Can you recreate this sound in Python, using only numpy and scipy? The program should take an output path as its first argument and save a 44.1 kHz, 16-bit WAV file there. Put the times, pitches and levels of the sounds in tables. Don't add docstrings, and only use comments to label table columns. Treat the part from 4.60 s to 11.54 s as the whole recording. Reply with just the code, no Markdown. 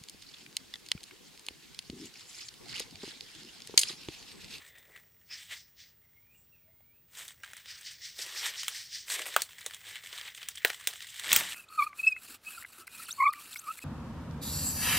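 import sys
import numpy as np
from scipy import signal
from scipy.fft import rfft, irfft
from scipy.io import wavfile
from scipy.ndimage import uniform_filter1d

SR = 44100
rng = np.random.default_rng(int(sys.argv[2]) if len(sys.argv) > 2 else 0)


def makeup_ratio(level_db):
    decades = np.asarray(level_db, float) / 20
    return 10 ** decades


def output_pcm(signal):
    pcm = np.clip(np.atleast_2d(signal).T, -1, 1) * 32767
    wavfile.write(sys.argv[1], SR, np.round(pcm).astype(np.int16))


N = 306054


def rms_one(x):
    return x / np.sqrt(np.mean(x ** 2) + 1e-20)


def peak_one(x):
    return x / np.abs(x).max()


def in_time(rows):
    s, *columns = np.transpose(rows)
    return [np.interp(np.arange(N) / SR, s, column) for column in columns]


def colour(x, spectrum):
    hz, db = np.transpose(spectrum)
    grid = np.maximum(np.fft.rfftfreq(N, 1 / SR), 1)
    gain = makeup_ratio(np.interp(np.log(grid), np.log(hz), db))
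    return irfft(rfft(x) * gain, N)


def band(x, low_hz, high_hz):
    return signal.sosfilt(signal.butter(2, [low_hz, high_hz], "band", fs=SR, output="sos"), x)


def resonance(x, hz, width_hz):
    r = np.exp(-np.pi * width_hz / SR)
    poles = [1, -2 * r * np.cos(2 * np.pi * hz / SR), r * r]
    return signal.lfilter([(1 - r * r) / 2, 0, (r * r - 1) / 2], poles, x)


def fade(clicks, t60_s):
    return signal.lfilter([1], [1, -makeup_ratio(-60 / (t60_s * SR))], clicks + 1e-18)


def drift(rate_hz):
    r = np.exp(-2 * np.pi * rate_hz / SR)
    wander = signal.lfilter([1], [1, -2 * r, r * r], rng.standard_normal(N + SR))
    return rms_one(wander[SR:])


def narrow(rows):
    out = np.zeros(N)
    for s, length, hz, width_hz, db in rows:
        a, b = max(round((s - .5) * SR), 0), min(round((s + .5) * SR), N)
        tone = resonance(resonance(rng.standard_normal(b - a), hz, width_hz), hz, width_hz)
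        bell = np.exp(-.5 * ((np.arange(a, b) / SR - s) / length) ** 2)
        out[a:b] += makeup_ratio(db) * rms_one(tone) * bell
    return out


# frequency in Hz, relative density in dB per Hz.
AIR = [(24, -34), (40, -1.5), (91, 6), (161, 1), (278, -9), (365, -9), (557, -11.5), (616, -14.5),
       (1430, -17), (2240, -22), (3100, -17.5), (12200, -32), (14100, -23), (15200, -12)]


def still_air():
    air, apart = (makeup_ratio(-68.5) * rms_one(colour(n, AIR)) for n in rng.standard_normal((2, N)))
    highest = band(band(rng.standard_normal(N), 14300, 15750), 14300, 15750)
    side = makeup_ratio(-25) * band(apart, 20, 1500)
    return air + makeup_ratio(-94) * highest + side * np.array([[1], [-1]])


def whine():
    hz = 15387 + 3.0 * drift(.4)
    level = makeup_ratio(-65.5 + 1.0 * drift(8))
    return np.sqrt(2) * level * np.sin(2 * np.pi * np.cumsum(hz) / SR)


# peak time in seconds, length in seconds, level in dB,
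# weight in dB (more of the heavy layers), shine in dB (more of the bright ones).
# Green leaves swish past, about every 0.18 s while the person turns.
SWISHES = [(0.712, .05, -49, 17, -20), (0.735, 0.15, -44.5, 7, -2), (0.97, .16, -52.5, -6, 3),
           (1.21, 0.17, -49.5, -24, -5), (3.103, 0.16, -43.5, 4, 0), (3.277, 0.17, -41.5, -9, -1),
           (3.452, 0.19, -42.5, -23, 2), (3.614, 0.18, -43.5, 13, 8), (3.782, 0.24, -40.5, 12.5, 3.5),
           (3.997, 0.18, -39, -15, 3), (4.16, .22, -42.5, 3, 5), (4.346, 0.21, -40.5, -26, 3),
           (5.913, 0.027, -45.5, 7, 2)]
SHOVES = [(0.0, 0.19, -58, 11, -3.5), (0.08, 0.12, -65, -3, 5), (0.194, 0.061, -66, 5, -1),
          (0.81, 0.23, -53.5, -13, -0.5), (0.929, 0.1, -41, -8, -5), (2.605, 0.18, -50, 7, 3),
          (3.725, 0.38, -50, 8, -2.5), (3.855, .17, -37, 0, -1.5), (3.946, 0.19, -48.5, -0.5, -5),
          (4.527, 0.11, -39, 4, 5.5), (4.732, 0.17, -45, 3, -2), (5.286, 0.14, -48.5, -1, -0.5),
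          (5.567, 0.34, -47, 1.5, -2.5), (6.504, 0.39, -52.5, -9, 1.5), (6.753, .17, -33, 6.5, 3),
          (6.82, 0.12, -42, 11, -20), (6.881, 0.24, -42.5, 0, 0.5)]
CRUNCHES = [(0.056, .12, -68, 0, -7), (0.164, 0.092, -60.5, -3, -15), (0.365, 0.16, -68, 11, 2.5),
            (2.699, 0.11, -57.5, 0, 5.5), (2.845, 0.044, -50, -6, -0.5), (2.89, 0.13, -57.5, 10, -2),
            (2.968, 0.19, -54.5, 1, -0.5), (3.053, 0.12, -59.5, 3, 0), (3.197, 0.23, -56.5, 0, 2),
            (3.317, 0.051, -52.5, -6, 5), (4.084, 0.36, -51.5, 3.5, 3), (4.579, 0.2, -39.5, 4.5, 0.5),
            (4.677, 0.097, -49.5, 21, 8), (4.83, .13, -63, -12, 3), (5.018, 0.6, -54, 3, 0.5),
            (5.148, .14, -62, -11, 8.5), (5.353, 0.12, -45, 1.5, -2.5), (5.458, .12, -52, 0, 2.5),
            (5.668, 0.12, -46.5, 4.5, -3.5), (5.766, 0.053, -54.5, -16, 10.5), (5.832, 0.31, -51, 2, -2),
            (5.976, 0.12, -53, -21, 4.5), (6.02, .1, -47, -10, -29), (6.163, 0.48, -54, 8.5, 3.5),
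            (6.265, 0.2, -50, 3, -5), (6.376, 0.42, -52.5, -12, 2), (6.424, 0.19, -50.5, -16.5, -2),
            (6.604, 0.29, -48, 0, 1.5), (6.666, 0.17, -44.5, 10, 0), (6.711, 0.16, -38, 10, -3)]
BENDS = [(.13, 0.59, -70, 2, 0), (0.301, 0.25, -63.5, 2.5, 1), (2.802, 0.18, -77, 3, 0),
         (3.592, 0.031, -53, 3, 0), (3.657, 0.052, -65, 0, 0), (3.9, 0.24, -62, 0, 0),
         (4.591, 0.072, -48.5, 6.5, 4), (5.085, 0.1, -62, -4, 0), (5.274, 0.18, -64, 1.5, 3)]
MOVES = [(0.34, 1.33, 0.2), (0.47, 1.41, 0.37), (.45, 1.53, 0.83), (0.37, 0.84, 0.65), (.3, 0.68, 0.7)]
# swish, shove, crunch, debris,
# bend and settling in dB, then the share of weight and the share of shine.
TAKES = [(-42, -24.5, -31, -14, -2, -23, 1.04, 0.25), (-28, -11, -16.5, 1.8, -9, -16, 0.68, .0),
         (-8.5, -2.5, -3, -10, -18, -5, 0.18, .0), (-8, 0, -1.6, 7.3, -22, -11, 0.073, 0.19),
         (-2, -6, -10.5, 3, -28, -13, 0.01, 0.59), (-13, -2, -6, 4, -28, -9, 0.078, 1.17),
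         (-21, -7.5, -13, 2.5, -32, -12, 0.18, 1.37)]
# time in seconds, level in dB.
SETTLE = [(0, -74), (.3, -63.5), (.5, -72), (.66, -70.5), (1.1, -73), (1.4, -76), (2.43, -80.5), (2.8, -65),
          (3.4, -65), (4.3, -66.5), (4.9, -68), (5.2, -56.5), (5.7, -69), (6.2, -67), (6.94, -57.5)]
SETTLE_DRYNESS = 0.72


def pushing():
    t, takes = np.arange(0, N, 128) / SR, np.array(TAKES)
    weight_share, shine_share = takes[:, [6]], takes[:, [7]]
    debris = [(s + 0.033, 0.13, db - 47, 0, 0) for s, db, *_ in SNAPS]
    settle = makeup_ratio(np.interp(t, *np.transpose(SETTLE))) ** 2
    power = makeup_ratio(takes[:, [5]]) ** 2 * settle
    dry_power, total = SETTLE_DRYNESS * settle, settle
    kinds = [SWISHES, SHOVES, CRUNCHES, debris, BENDS]
    for kind, (rows, (rising, roundness, dryness)) in enumerate(zip(kinds, MOVES)):
        for s, length, db, weight_db, shine_db in rows:
            away = np.maximum((s - t) / rising, (t - s) / (1 - rising)) / length
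            swell = makeup_ratio(db - 20 * away ** roundness) ** 2
            gain_db = takes[:, [kind]] + weight_db * weight_share + shine_db * shine_share
            power = power + swell * makeup_ratio(gain_db) ** 2
            dry_power, total = dry_power + dryness * swell, total + swell
    curves = [*np.sqrt(power), dry_power / total]
    return [np.interp(np.arange(N) / SR, t, curve) for curve in curves]


# low edge in Hz, high edge in Hz,
# crackles per second, crackle depth in dB per unit of size, crackle decay (t60) in seconds.
LAYERS = [(304, 728, 53, 1.5, 0.25), (696, 1594, 150, 6.5, 0.011), (1540, 2880, 120, 4.5, 0.029),
          (2700, 4620, 180, 7.5, 0.0038), (4060, 6640, 260, 0.5, 0.037), (5800, 10400, 160, 3.5, 0.023),
          (10130, 14200, 460, 3.5, 0.044)]
# frequency in Hz, relative density in dB per Hz.
BRUSH = [(150, -39), (260, -11), (460, -6), (800, -7), (1350, -2), (1900, 5), (2600, -1.5), (3450, -1.5),
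         (4300, -7), (5200, -6.5), (6600, -9), (8300, -4), (10300, -17), (15700, -14)]


def brush():
    out = 0
    chance, size = rng.random(N), np.minimum(rng.exponential(1, N), 3)
    *levels, dryness = pushing()
    for level, (low_hz, high_hz, per_s, depth_db, t60_s) in zip(levels, LAYERS):
        crackles = (chance < per_s / SR) * makeup_ratio(depth_db * size) * dryness
        texture = (1 + fade(crackles, t60_s)) * makeup_ratio(1.32 * drift(26.5))
        texture = texture / np.sqrt(uniform_filter1d(texture ** 2, size=SR // 8))
        rub = colour(rng.standard_normal(N) * texture, BRUSH)
        rub = band(band(rub, low_hz, high_hz), 0.67 * low_hz, 1.15 * high_hz)
        for hz in np.geomspace(low_hz, high_hz, 6)[1:-1]:
            ring_gain = makeup_ratio(-11.5 + 3.3 * np.clip(drift(9.3), -2, 2))
            rub = rub + ring_gain * resonance(rub, hz, 0.085 * hz)
        out = out + level * rms_one(rub)
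    return out


# middle in seconds, length (bell spread) in seconds,
# pitch in Hz, width in Hz, level at the middle in dB.
SINGING = [(.1, 0.15, 1880, 350, -63), (.16, 0.062, 3560, 350, -68), (.36, .03, 1950, 300, -56.5),
           (.73, 0.016, 5150, 500, -43.5), (.72, 0.013, 2510, 400, -52), (.93, 0.012, 2020, 400, -46),
           (1.03, 0.035, 5200, 600, -66), (2.842, 0.0053, 1600, 400, -43.5), (3.1, 0.016, 5000, 500, -52),
           (3.13, 0.061, 1470, 400, -64.5), (3.44, 0.022, 1950, 400, -55), (4.96, 0.01, 1930, 200, -62),
           (5.98, 0.0093, 3280, 400, -47)]


def singing():
    return narrow(SINGING)


# time in seconds, peak level in dB, ring in Hz,
# low part in dB and high part in dB (both before the fixed gains in snaps()).
SNAPS = [(0.153, -46, 2020, -31, -21), (0.184, -41.5, 3520, -21, -3), (0.361, -38, 1920, -38, -20),
         (0.375, -43, 1880, -33, -20), (0.711, -43, 2580, -21, -26), (0.725, -45, 2580, -45, -27),
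         (0.911, -32, 2030, -29, -23), (0.92, -33.5, 1900, -29, -24), (2.205, -57.5, 1950, -3, -20),
         (2.68, -29, 3800, -43, -6.5), (2.686, -36, 3740, -39, -23), (2.834, -32.5, 1900, -49, -21),
         (2.861, -37, 1820, -49, -22), (2.912, -39, 1770, -33, -11), (2.933, -32, 1900, -39, -11),
         (2.967, -32, 1900, -37, -9), (3.058, -37, 3380, -30, -23), (3.21, -38, 2730, -30, -8),
         (3.59, -27, 3500, -21.5, -17), (3.663, -29, 3110, -15, -11), (3.863, -21, 1890, -39, -19),
         (4.032, -25, 3250, -36, -13), (4.081, -13.5, 3260, -63, -13), (4.368, -33.5, 3600, -32, -24),
         (4.482, -29, 1890, -27, -13), (4.5, -20.5, 4200, -31, -15), (4.619, -25.5, 2850, -23, -22),
         (4.663, -27.5, 2880, -6.5, -15), (4.74, -35, 3160, -11, -10), (4.763, -5, 1250, -21, -13.5),
         (4.819, -13.5, 4400, -29, -7.5), (4.918, -40, 2920, -32, -16), (5.009, -34, 1920, -39, -2),
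         (5.043, -40, 1970, -6, -1), (5.062, -19.5, 3800, -14.5, -7.5), (5.109, -28.5, 2010, -39, -17),
         (5.138, -35, 3610, -34, -15), (5.145, -28.5, 3300, -53, -8.5), (5.439, -36, 3500, -21, -16),
         (5.528, -27.5, 3300, -23.5, -29), (5.612, -26.5, 3000, -38, -25), (5.678, -32, 3570, -37, -28),
         (5.748, -32.5, 3700, -33, -8.5), (5.78, -34, 3190, -33, -26), (5.829, -27, 3000, -37, -22),
         (5.886, -17.5, 3630, -54, -7), (5.956, -33.5, 3800, -40, -1), (5.977, -38, 3250, -38, -28),
         (6.048, -3.5, 1690, -20.5, -19), (6.101, -18.5, 2000, -20.5, -23), (6.24, -52, 3070, -8, 6),
         (6.272, -8.5, 3630, -23, -10.5), (6.335, -28, 2010, -21, -10), (6.423, -28, 3820, -38, -14),
         (6.544, -37, 3150, -39, -16), (6.596, -23, 3430, -50, -10), (6.643, -26, 1900, -37, -24),
         (6.672, -25, 2940, -22, -24), (6.717, -8.5, 3450, -42, -36), (6.729, -1.5, 2530, -52, -4.5),
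         (6.762, -1, 3220, -27, -8.5), (6.808, -19, 1950, -18.5, -22), (6.921, -25, 2770, -41, -22)]
SNAP_EDGES = [380, 1300, 4500, 10500, 16800]


def snaps():
    out, t = np.zeros(N), np.arange(SR // 5) / SR
    noise = rng.standard_normal((len(SNAPS), 2, len(t)))
    tear = np.clip(t / 0.00084, 0, 1) ** 2
    for (s, peak_db, ring_hz, low_db, high_db), (burst, scatter) in zip(SNAPS, noise):
        tail = makeup_ratio(-15.5) * scatter * makeup_ratio(-60 * t / 0.1)
        crack = tear * (burst * makeup_ratio(-60 * t / 0.018) + tail)
        crack[round(.0007 * SR)] += 4.0
        low, middle, high, top = (band(crack, *edges) for edges in zip(SNAP_EDGES, SNAP_EDGES[1:]))
        middle = middle + makeup_ratio(10.0) * resonance(crack, ring_hz, 640)
        shaped = makeup_ratio(low_db + 3.5) * peak_one(band(low, 300, 2500)) + peak_one(middle)
        shaped = shaped + makeup_ratio(high_db + 12.0) * peak_one(high)
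        shaped = shaped + makeup_ratio(11.5 + 0.44 * peak_db + 0.87 * high_db) * peak_one(top)
        at = round(s * SR)
        out[at:at + len(t)] += (makeup_ratio(peak_db) * peak_one(shaped))[:N - at]
    return out


# start in seconds, end in seconds, level in dB.
BUZZ = [(.3, 1.2, -82), (1.36, 2.06, -86), (2.74, 3.1, -78)]


def buzzing():
    hz, width_hz = 5630, 120
    buzz = resonance(resonance(rng.standard_normal(N), hz, width_hz), hz, width_hz)
    t = np.arange(N) / SR
    spells = 0
    for start, end, db in BUZZ:
        spells = spells + makeup_ratio(db) * np.clip(np.minimum(t - start, end - t) / 0.042, 0, 1)
    return spells * makeup_ratio(1.5 * drift(7.2)) * rms_one(buzz)


# time in seconds, pitch in Hz,
# level in dB before flutter and echo.
BIRD = [
    [(1.41, 2130, -80), (1.46, 2120, -70), (1.52, 2080, -84), (1.575, 2160, -64.5), (1.62, 2200, -83),
     (1.68, 2350, -74), (1.75, 2740, -68), (1.8, 2780, -89)],
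    [(1.91, 2730, -76), (1.93, 2660, -69), (1.97, 2475, -72), (2.05, 2300, -84), (2.13, 2070, -77),
     (2.22, 2170, -82), (2.3, 2330, -78), (2.36, 2570, -74), (2.43, 2700, -84)],
]
# middle in seconds, length (bell spread) in seconds, pitch in Hz, width in Hz,
# level at the middle in dB.
NOTES = [(1.747, 0.042, 2420, 60, -74), (1.79, 0.04, 7560, 900, -71.5), (2.078, 0.031, 643, 45, -73)]


def birds():
    t, out = np.arange(N) / SR, np.zeros(N)
    for phrase in BIRD:
        hz, db = in_time(phrase)
        on = np.clip(np.minimum(t - phrase[0][0], phrase[-1][0] - t) / 0.021, 0, 1)
        whistle = np.sin(2 * np.pi * np.cumsum(hz + 65.0 * drift(60.4)) / SR)
        out += on * makeup_ratio(db) * whistle * makeup_ratio(3.0 * drift(25))
    trees = rng.standard_normal(SR // 2) * makeup_ratio(-60 * t[:SR // 2] / .3)
    echoes = signal.fftconvolve(out, trees / np.sqrt(np.sum(trees ** 2)))[:N]
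    return out + makeup_ratio(-2.5) * echoes + narrow(NOTES)


def bump():
    late = np.arange(N) / SR - 6.74
    level_db = -49 + np.minimum(260 * late, -110 * late)
    return makeup_ratio(level_db) * rms_one(band(band(rng.standard_normal(N), 76, 320), 50, 370))


def scene():
    middle = whine() + brush() + singing() + snaps() + buzzing() + birds() + bump()
    return still_air() + middle


def top_cut(x):
    return signal.sosfilt(signal.butter(12, 16960, fs=SR, output="sos"), x)


# resonance in Hz, width in Hz, level in dB.
PORTS = [(1890, 580, -11.5), (9800, 800, -10)]


def record(dry):
    mid = dry.mean(axis=0)
    side = 0
    for hz, width_hz, db in PORTS:
        side = side + makeup_ratio(db) * resonance(resonance(mid, hz, width_hz), hz, width_hz)
    hiss = makeup_ratio(-81) * band(rng.standard_normal((2, N)), 260, 15000)
    heard = dry + side * np.array([[1], [-1]]) + hiss
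    heard = signal.sosfilt(signal.cheby2(12, 60, 17100, fs=SR, output="sos"), heard)
    return top_cut(heard)


dry = scene()
out = record(dry)
output_pcm(out)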